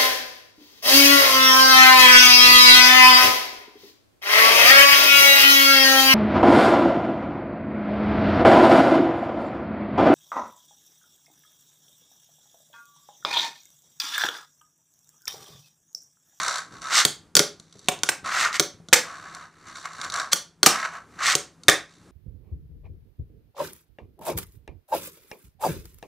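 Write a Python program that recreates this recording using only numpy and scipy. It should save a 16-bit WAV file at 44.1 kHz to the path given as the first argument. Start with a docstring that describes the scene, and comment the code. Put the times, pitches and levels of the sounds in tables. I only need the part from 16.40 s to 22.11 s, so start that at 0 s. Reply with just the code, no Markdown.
"""You hear a tiny skateboard, ridden by two fingers on a tabletop in a small room, close to the microphone.
Its wheels growl and rattle, and rush as the hand speeds up: noise shaped in pitch and loudness.
The wooden tail pops, the board clatters down on its trucks, a palm thumps once and loose parts tick:
ringing tones and noise bursts. The table knocks under the pops and landings, the walls answer,
a low background stays on, and the hardest blows overload the microphone."""
import sys
import numpy as np
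from scipy import signal
from scipy.fft import rfft, irfft, next_fast_len
from scipy.io import wavfile
from scipy.ndimage import map_coordinates

SR = 44100
rng = np.random.default_rng(int(sys.argv[2]) if len(sys.argv) > 2 else 0)


def dump(signal):
    """Clip the signal to [-1, 1] and save it as 16-bit WAV at the path in sys.argv[1]."""
    limited = np.clip(np.atleast_2d(signal).T, -1, 1)
    pcm = np.round(limited * 32767).astype(np.int16)
    wavfile.write(sys.argv[1], SR, pcm)


N = 251811
# All dB levels in these tables are relative: the functions below add their own trim to them.

# The wooden deck snaps against the table.
# Each row: start in seconds, overall level in dB, table knock in dB, deck body in dB, crack in dB.
CLACKS = [(0.651, 2, 1, -2, -1), (0.9528, 0.5, -1, 2, 0.5), (0.967, 5.5, 0.5, -1.5, -1.5),
          (0.9733, -4, 2.5, 1.5, -3.5), (0.993, 0.5, 2.5, 3.5, -0.5), (1.6339, -6.5, -2.5, 5.5, -2.5),
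          (2.1967, 2, 3, -0.5, -3), (2.201, -6.5, 3.5, 0, -2), (3.9313, 0, -4, 0.5, 0),
          (4.2307, 2.5, 2, 4, 0), (4.9525, -3, 5.5, -10, 0), (5.2967, 2.5, -14, -3, -3.5)]
# Board landings on the trucks (metal axle holders), and one hand-cushioned palm thump at 1.001 s;
# each blow has one leading tone.
# Each row: start in seconds, overall level in dB, table knock in dB, body in dB, crack in dB,
# leading tone in Hz, its level in dB.
SLAMS = [(1.001, -13, 14.5, -4, -5.5, 401, 3), (1.485, -6, 7, -0.5, -1, 738, -9),
         (1.6893, -9.5, -18.5, 0, 1, 1110, -20), (1.692, -12.5, 6, -1.5, 4.5, 1523, -1.5),
         (2.5286, 1, -9.5, 1.5, -2.5, 2455, -5), (2.532, -2, -9.5, 5.5, 9.5, 2330, -4),
         (2.540, -7, -3, -7.5, 2.5, 2173, -3), (4.2611, 3, -6.5, 1, 6.5, 1293, -4.5),
         (4.269, -10.5, 16, -0.5, -1.5, 770, 1.5), (5.2828, -2, 2.5, 1, 4.5, 3630, 5),
         (5.289, -4, 7.5, 8, -8, 766, -14)]
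# Loose wheels and hardware tick. Each row: start in seconds, level in dB, deck ring in dB.
TICKS = [(0.0324, -12.5, -3), (0.0812, -8, -1.5), (0.1575, -15, -9), (0.1824, -16, -20),
         (0.4184, -24.5, -8), (1.1982, -29, -14), (1.3259, -35, -11), (1.3922, -31.5, -20),
         (1.5893, -29, -13), (2.4857, -25, -7), (2.9482, -24, -2), (3.3578, -30, 8), (3.3784, -40, -1),
         (3.455, -23.5, 8), (3.5324, -29, -8), (3.6142, -16, -4), (3.6394, -22, 5), (3.6464, -19.5, 1),
         (3.7, -16.5, -6), (3.7219, -17.5, -11), (3.7399, -13.5, -3), (3.7604, -16.5, -5),
         (3.7983, -13.5, -1), (4.4503, -23, 14.5), (5.2345, -28, -13)]
# Fingers and wheels press softly on the table. Each row: start in seconds, level in dB.
BUMPS = [(0.334, -40.5), (1.198, -47), (1.354, -43.5), (1.831, -39), (2.34, -46.5), (2.40, -42.5),
         (2.486, -41), (3.591, -45)]
# The wheels roll: longer pushes, short judders, and the sharp starts of two fast sweeps.
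# Each row: start in seconds, length in seconds,
# level at the start in dB, level at the end in dB, deck buzz in dB, rattle in dB.
ROLLS = [(0.0, 0.19, -27.5, -33, -8.5, -2), (0.326, 0.062, -47.5, -48.5, -11, -5),
         (0.43, 0.076, -37, -33, -10, -5.5), (1.203, 0.3, -76, -62, -2, 9),
         (1.861, 0.035, -32, -31, -8, -6), (2.653, 0.39, -41.5, -44.5, -10.5, -8),
         (3.118, 0.16, -62.5, -54.5, -5.5, -4), (3.277, 0.053, -44, -48, -8, -3),
         (3.36, 0.089, -43, -47.5, -10.5, 0.5), (3.457, 0.006, -33.5, -38.5, -7.5, -8),
         (3.501, 0.15, -46.5, -34, -9.5, -5), (3.737, 0.068, -31, -25, -11.5, -7.5),
         (4.317, 0.14, -28, -32.5, -6.5, -8.5), (4.531, 0.034, -36, -37.5, -9.5, -12),
         (4.682, 0.09, -68.5, -53.5, -5, -4.5), (4.8, 0.025, -32.5, -32, -6, -9.5),
         (5.498, 0.15, -62.5, -73.5, -1.5, 6.5)]
# The hand sweeps the board up to speed for a trick.
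# Each row: start in seconds, length in seconds, growl in dB, deck buzz in dB, hiss in dB.
SWEEPS = [(0.486, 0.16, -22, -21, -16.5), (1.856, 0.26, -23.5, -25, -26.5), (2.112, 0.072, -32.5, -27, -29),
          (3.913, 0.025, -31, -29.5, -22), (4.793, 0.17, -25, -21, -21)]

# Ringing tones of the tabletop, the deck (low and high) and the trucks. Each row: pitch in Hz,
# level in dB, time to fade by 60 dB in seconds (before the extra damping of each blow).
TABLE_TONES = [(159, -0.5, 0.092), (233, -4.5, 0.084), (335.8, 1.5, 0.088), (411, 1, 0.099),
               (480, -1, 0.071), (576, -1, 0.11), (736, -9.5, 0.14)]
DECK_TONES = [(1147, 3, .05), (1429, 7, .05), (1550, -3.5, 0.015), (1900, -8, 0.01), (2160, 2, .03),
              (2760, -12.5, 0.018)]
DECK_TOP_TONES = [(3312, 7, 0.016), (3740, 5.5, 0.016), (4460, 4, 0.031), (5900, -13, 0.012),
                  (5875, 12, 0.011), (7030, 8.5, 0.011), (7800, -3, 0.018), (8060, -19.5, .012)]
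TRUCK_TONES = [(540, -3.5, 0.052), (702, 0, 0.054), (1171, 0, 0.022), (1200, 0.5, 0.076),
               (1419, 3.5, 0.034), (1907, 2.5, 0.047), (2041, 0.5, 0.0084), (2330, -7.5, 0.17),
               (2800, -8.5, 0.027), (3606, 0, 0.052)]

# Noise colours of the contacts: bright crack, dull thud, soft bump. Each row: pitch in Hz, level in dB.
CRACK = [(100, -43), (900, -12.5), (2500, -10), (3700, -3), (6200, 2.5), (8500, -1.5), (10500, -6),
         (15000, -8.5)]
THUD = [(25, -32.5), (60, -15), (150, -7), (400, -8.5), (1200, 3), (2400, 5), (4000, -8.5), (9000, -22),
        (16000, -35.5)]
SOFT = [(40, -29.5), (110, 0.5), (170, 2.5), (260, -9.5), (420, -9.5), (800, -23), (3000, -48)]
# Noise colours of the wheels and deck in motion. Each row: pitch in Hz, level in dB.
GROWL = [(100, -42), (450, -20), (700, -9), (880, -14.5), (1120, 3), (1200, -3.5), (1290, 3.5), (1420, -6),
         (1530, 1.5), (1750, -7), (2100, -28), (2800, -31.5), (5000, -47.5)]
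BUZZ = [(1200, -33.5), (1650, -9), (1850, -1.5), (2150, -1.5), (2500, -10), (2900, -9), (4000, -36)]
RATTLE = [(1500, -32), (2900, -15), (3300, -9), (3750, 1), (4100, -2), (4450, 0), (5100, -10), (5850, 1),
          (6500, -7), (7400, -4), (8600, -14), (9600, -14), (11000, -21), (15000, -30)]
RUSH = [(100, -29.5), (400, -22.5), (750, -9.5), (950, -10.5), (1120, -1), (1380, 2.5), (1600, -2),
        (1900, -14), (3000, -29), (8000, -48)]
HISS = [(1500, -35.5), (2700, -5), (3800, 3.5), (5000, 1), (6200, 1), (8000, -3), (10000, -16),
        (12500, -12.5), (15500, -36.5)]
# Noise colours of the background: broad floor and narrow drone. Each row: pitch in Hz, level in dB.
FLOOR = [(25, 8), (60, -3), (100, 2), (130, -5.5), (165, 0.5), (200, -4), (330, -3), (600, -14.5),
         (1300, -15.5), (3000, -27.5), (7000, -27.5), (11000, -32.5), (16000, -42)]
HUM = [(145, -59), (160, -2), (166, 1.5), (172, -1), (190, -58)]

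# How long the walls ring. Each row: pitch in Hz, time to fade by 60 dB in seconds.
WALLS = [(100, .39), (400, .25), (1500, .27), (5000, .26), (9000, .215), (15000, .18)]
# How much the walls throw back. Each row: pitch in Hz, level in dB.
ECHO = [(100, -6.5), (400, 0), (800, 0), (1400, -2), (3000, -4.5), (6500, -2.5), (10000, -4.5), (15000, -5)]
# Stereo difference signal. Each row: pitch in Hz, level in dB.
WIDTH = [(25, -6), (60, -11), (125, -17), (250, -20), (1300, -20), (2500, -15), (5000, -14), (9000, -9),
         (15000, -7)]
# Phase difference between the two microphone ports. Each row: pitch in Hz, angle in radians.
TWIST = [(9500, 0), (11000, 2.2), (15000, 2.5)]
# Loudness of left over right. Each row: pitch in Hz, difference in dB.
LEAN = [(700, .4), (4400, -.5), (8000, -1.3), (12000, -3)]

TOP_HZ = 15300  # the microphone's upper band limit
ROLL_ATTACK_S, COAST_DB_PER_S = 0.024, 285.5  # a roll takes hold quickly; after it the wheels run out
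UNEVEN_DB, UNEVEN_PER_S = 1.07, 22  # the finger pressure wavers
GROWL_POWER, BUZZ_POWER, HISS_POWER = 1.1, 1.5, 2.1  # each layer grows as this power of the speed
FASTEST_SHARE = 0.65  # the top speed comes this far through a sweep
AGE = np.arange(SR // 4) / SR  # time since a contact, in seconds


def amp(db):
    """Turn decibels into a plain multiplier."""
    return 10 ** (np.asarray(db) / 20)


def unit(x):
    """Scale to an average (rms) level of 1."""
    return x / np.sqrt(np.mean(x ** 2) + 1e-20)


def packet(x):
    """Scale to the energy of one millisecond at full level."""
    return x / np.sqrt(np.sum(x ** 2) * 1000 / SR + 1e-20)


def along(points, hz):
    """Read a curve of (Hz, value) points on a logarithmic pitch axis."""
    point_hz, values = np.transpose(points)
    return np.interp(np.log(hz + 1), np.log(point_hz + 1), values)


def filtered(x, response):
    """Multiply the spectrum of x by a response that depends on frequency."""
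    length = x.shape[-1]
    padded = next_fast_len(length + 8192)
    spectrum = rfft(x, padded) * response(np.fft.rfftfreq(padded, 1 / SR))
    return irfft(spectrum, padded)[..., :length]


def coloured(x, spectrum):
    """Give x a noise colour, at rms 1."""
    return unit(filtered(x, lambda hz: amp(along(spectrum, hz))))


def wobble(rate):
    """A smooth random curve with this many random points a second."""
    points = rng.standard_normal(int(N * rate / SR) + 4)
    return map_coordinates(points, [np.arange(N) * rate / SR])


def grit(depth_db, rate):
    """Noise in tiny clumps: its level wavers at random, like rough ground under wheels."""
    return rng.standard_normal(N) * amp(depth_db * wobble(rate))


def add(track, s, sound):
    """Lay a sound into the track at time s."""
    part = track[round(s * SR):][:len(sound)]
    part += sound[:len(part)]


def bands(x):
    """Split into a short-time spectrum."""
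    return signal.stft(x, SR, nperseg=256)[2]


def waveform(z):
    """Turn a short-time spectrum back into sound."""
    return signal.istft(z, SR, nperseg=256)[1]


def ring(modes, damping, scatter_db=2):
    """Fading tones, stirred differently by every blow; shifting fingers blur their pitch."""
    hz, db, t60 = np.transpose(modes)[:, :, None]
    life = t60 / max(damping, .8)
    size, detune, phase = rng.standard_normal((3, len(modes), 1))
    drift = np.cumsum(rng.standard_normal((len(modes), len(AGE))), 1) / np.sqrt(life * SR)
    cycles = hz * (1 + .008 * detune) * AGE + phase + .25 * drift
    levels = amp(db + scatter_db * size - 60 * AGE / life)
    tones = np.sum(levels * np.sin(2 * np.pi * cycles), 0)
    return packet(tones * (1 - np.exp(-AGE / 0.00021)))  # a very short rise


def burst(spectrum, t60, chatter_db, chatter_t60):
    """The dense, quickly damped vibration of a contact and the weaker chatter after it."""
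    decay = amp(-60 * AGE / t60) + amp(chatter_db - 60 * AGE / chatter_t60)
    noise = coloured(rng.standard_normal(len(AGE)), spectrum)
    return packet(noise * decay * (1 - np.exp(-AGE / 0.00034)))


def background():
    """A low, slowly wavering noise floor and a narrow drone in the room."""
    floor = coloured(grit(depth_db=3.0, rate=8.4), FLOOR)
    hum = coloured(rng.standard_normal(N), HUM)
    return amp(-54.0) * floor + amp(-64) * hum


def room(x, arrival=0.027, early_db=-7):
    """Weak near reflections, then the walls: echoes redrawn every third of a second, and a diffuse treble."""
    hz, age, _ = signal.stft(np.zeros(SR // 2), SR, nperseg=256)
    # reflections before the arrival time (s) are held down by early_db
    onset = np.clip(age / 0.0024, 0, 1) * amp(early_db * np.clip((arrival - age) / .004, 0, 1))
    decay = onset * amp(-60 * age / along(WALLS, hz)[:, None])
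    decay = decay / np.linalg.norm(decay, axis=1, keepdims=True)
    decay = decay * amp(along(ECHO, hz))[:, None]
    # share of the echo energy that is diffuse, rising with pitch
    diffuse = along([(400, 0), (1200, .3), (3000, .5)], hz)[:, None]
    echoes, step = np.zeros(N), SR // 3
    for start in range(0, N, step):
        tail = waveform(bands(rng.standard_normal(SR // 2)) * decay * np.sqrt((1 - diffuse) / 128))
        add(echoes, start / SR, signal.fftconvolve(x[start:start + step], tail))
    # the diffuse part is noise that follows the smeared energy of the sound
    noise = bands(rng.standard_normal(N))
    energy = signal.fftconvolve(np.abs(bands(x)) ** 2, diffuse * decay ** 2, axes=1)
    energy = energy[:, :noise.shape[1]]
    return echoes + waveform(noise / noise.std() * np.sqrt(np.abs(energy)))[:N]


def soft_bumps():
    """Soft presses on the table: low, dull noise bursts."""
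    out = np.zeros(N)
    for s, db in BUMPS:
        add(out, s, amp(db + 7) * burst(SOFT, t60=.06, chatter_db=-14.0, chatter_t60=.2))
    return out


def ticks():
    """Light contacts of wheels and axles: a bright click and a little deck ring."""
    out = np.zeros(N)
    for s, db, body_db in TICKS:
        click = burst(RATTLE, t60=.016, chatter_db=-24, chatter_t60=.03)
        body = amp(body_db - 1) * ring(DECK_TONES, damping=0.92)
        add(out, s, amp(db - 7.5) * (click + body))
    return out


def roll_gains():
    """Gains of growl, buzz and rattle: each roll takes hold, gathers or loses pace, and coasts out."""
    gains = np.zeros((3, N))
    for start, length, first_db, last_db, buzz_db, rattle_db in ROLLS:
        age = np.arange(N) / SR - start
        attack = np.clip(1 + age / ROLL_ATTACK_S, 0, 1)  # full at the start time
        pace_db = np.interp(age, [0, length], [first_db, last_db])
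        coast_db = COAST_DB_PER_S * np.maximum(age - length, 0)
        pace = attack * amp(pace_db - coast_db)
        gains = np.maximum(gains, np.outer(amp([0, buzz_db, rattle_db]), pace))
    return gains * amp(UNEVEN_DB * wobble(UNEVEN_PER_S))


def rolling(turn_hz=66, knock_db=16):
    """Wheels growl through the deck and rattle on their axles once a turn."""
    growl, buzz, rattle = roll_gains()
    turn = np.cumsum(turn_hz * amp(wobble(5) / 2)) / SR % 1  # 0 to 1 within each turn
    knocks = amp(-knock_db * turn) + amp(-18)  # a jolt each turn over a steady rub
    bumps = np.sqrt(knocks) * amp(1.8 * wobble(130))
    low = coloured(rng.standard_normal(N) * bumps, GROWL)
    middle = coloured(rng.standard_normal(N) * bumps, BUZZ)
    high = coloured(grit(depth_db=0.5, rate=100) * knocks, RATTLE)
    return amp(-0.5) * growl * low + amp(-1.0) * buzz * middle + amp(-2.0) * rattle * high


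def sweep_gains():
    """Gains of growl, buzz and hiss: the speed swells and drops in an arch, and faster is brighter."""
    gains = np.zeros((3, N))
    for start, length, *levels_db in SWEEPS:
        progress = np.linspace(0, 1, round(length * SR))
        speed = np.sin(np.pi / 2 * np.interp(progress, [0, FASTEST_SHARE, 1], [0, 1, 0]))
        for gain, db, power in zip(gains, levels_db, (GROWL_POWER, BUZZ_POWER, HISS_POWER)):
            add(gain, start, amp(db) * speed ** power)
    return gains


def run_ups():
    """At speed the bumps merge into a broad rush, and the pressed deck buzzes."""
    growl, buzz, hiss = sweep_gains()
    low = coloured(grit(depth_db=2.5, rate=200), RUSH)
    middle = coloured(grit(depth_db=2.0, rate=350), BUZZ)
    high = coloured(grit(depth_db=2.3, rate=400), HISS)
    return amp(-0.8) * growl * low + amp(-2.05) * buzz * middle + amp(-0.5) * hiss * high


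def slams():
    """Landings on the trucks and one palm thump: a fuller, lower and longer blow than a clack."""
    out = np.zeros(N)
    for s, db, knock_db, body_db, crack_db, lead_hz, lead_db in SLAMS:
        crack = amp(crack_db - 1.0) * burst(CRACK, t60=0.018, chatter_db=-14, chatter_t60=0.068)
        thud = burst(THUD, t60=0.0058, chatter_db=-18.5, chatter_t60=0.052)
        body = amp(-4.5) * ring(TRUCK_TONES, damping=1.95) + amp(-0.5) * thud
        lead = amp(lead_db) * ring([(lead_hz, 0, 45 / lead_hz)], damping=1)  # fades over 45 cycles
        knock = amp(knock_db - 15.0) * ring(TABLE_TONES, damping=1.6)
        add(out, s, amp(db - 1.5) * (crack + amp(body_db) * body + knock + lead))
    return out


def clacks():
    """Wood on the tabletop: a bright crack, the deck's short ring and a knock of the table."""
    out = np.zeros(N)
    for s, db, knock_db, body_db, crack_db in CLACKS:
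        snap = burst(CRACK, t60=.006, chatter_db=-20, chatter_t60=.04)
        crack = snap + amp(-1) * ring(DECK_TOP_TONES, damping=1.7)
        thud = burst(THUD, t60=0.0087, chatter_db=-18, chatter_t60=0.065)
        body = amp(-15) * ring(DECK_TONES, damping=0.94) + amp(-13.0) * thud
        knock = amp(knock_db - 14.5) * ring(TABLE_TONES, damping=1.0)
        add(out, s, amp(db - 4.0) * (amp(crack_db) * crack + amp(body_db) * body + knock))
    return out


def ports(x):
    """Two close ports: most alike from 250 to 1300 Hz, wider in the deepest bass and in the treble."""
    scatter = rng.standard_normal(len(AGE)) * amp(-60 * AGE / .06)
    side = signal.fftconvolve(x, scatter / np.linalg.norm(scatter))[:N]
    side = filtered(side, lambda hz: amp(along(WIDTH, hz)))
    half = np.array([[.5], [-.5]])  # each port takes half of every difference

    def port_response(hz):
        return amp(half * along(LEAN, hz)) * np.exp(1j * half * along(TWIST, hz))

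    return filtered(np.array([x + side, x - side]), port_response)


def scene():
    """The board in its room, over a low steady background."""
    board = soft_bumps() + ticks() + rolling() + run_ups() + slams() + clacks()
    return ports(background() + amp(-7.5) * room(board) + board)


def record(dry, bass_hz=76):
    """The small microphone flattens the hardest blows, loses deep bass and stops at its band limit."""
    clipped = dry / (1 + np.abs(dry / .82) ** 5) ** (1 / 5)  # never passes 0.82
    thin = signal.sosfilt(signal.butter(2, bass_hz, "high", fs=SR, output="sos"), clipped)
    return filtered(thin, lambda hz: 1 / np.sqrt(1 + (hz / TOP_HZ) ** 100))


dry = scene()
out = record(dry)
dump(out)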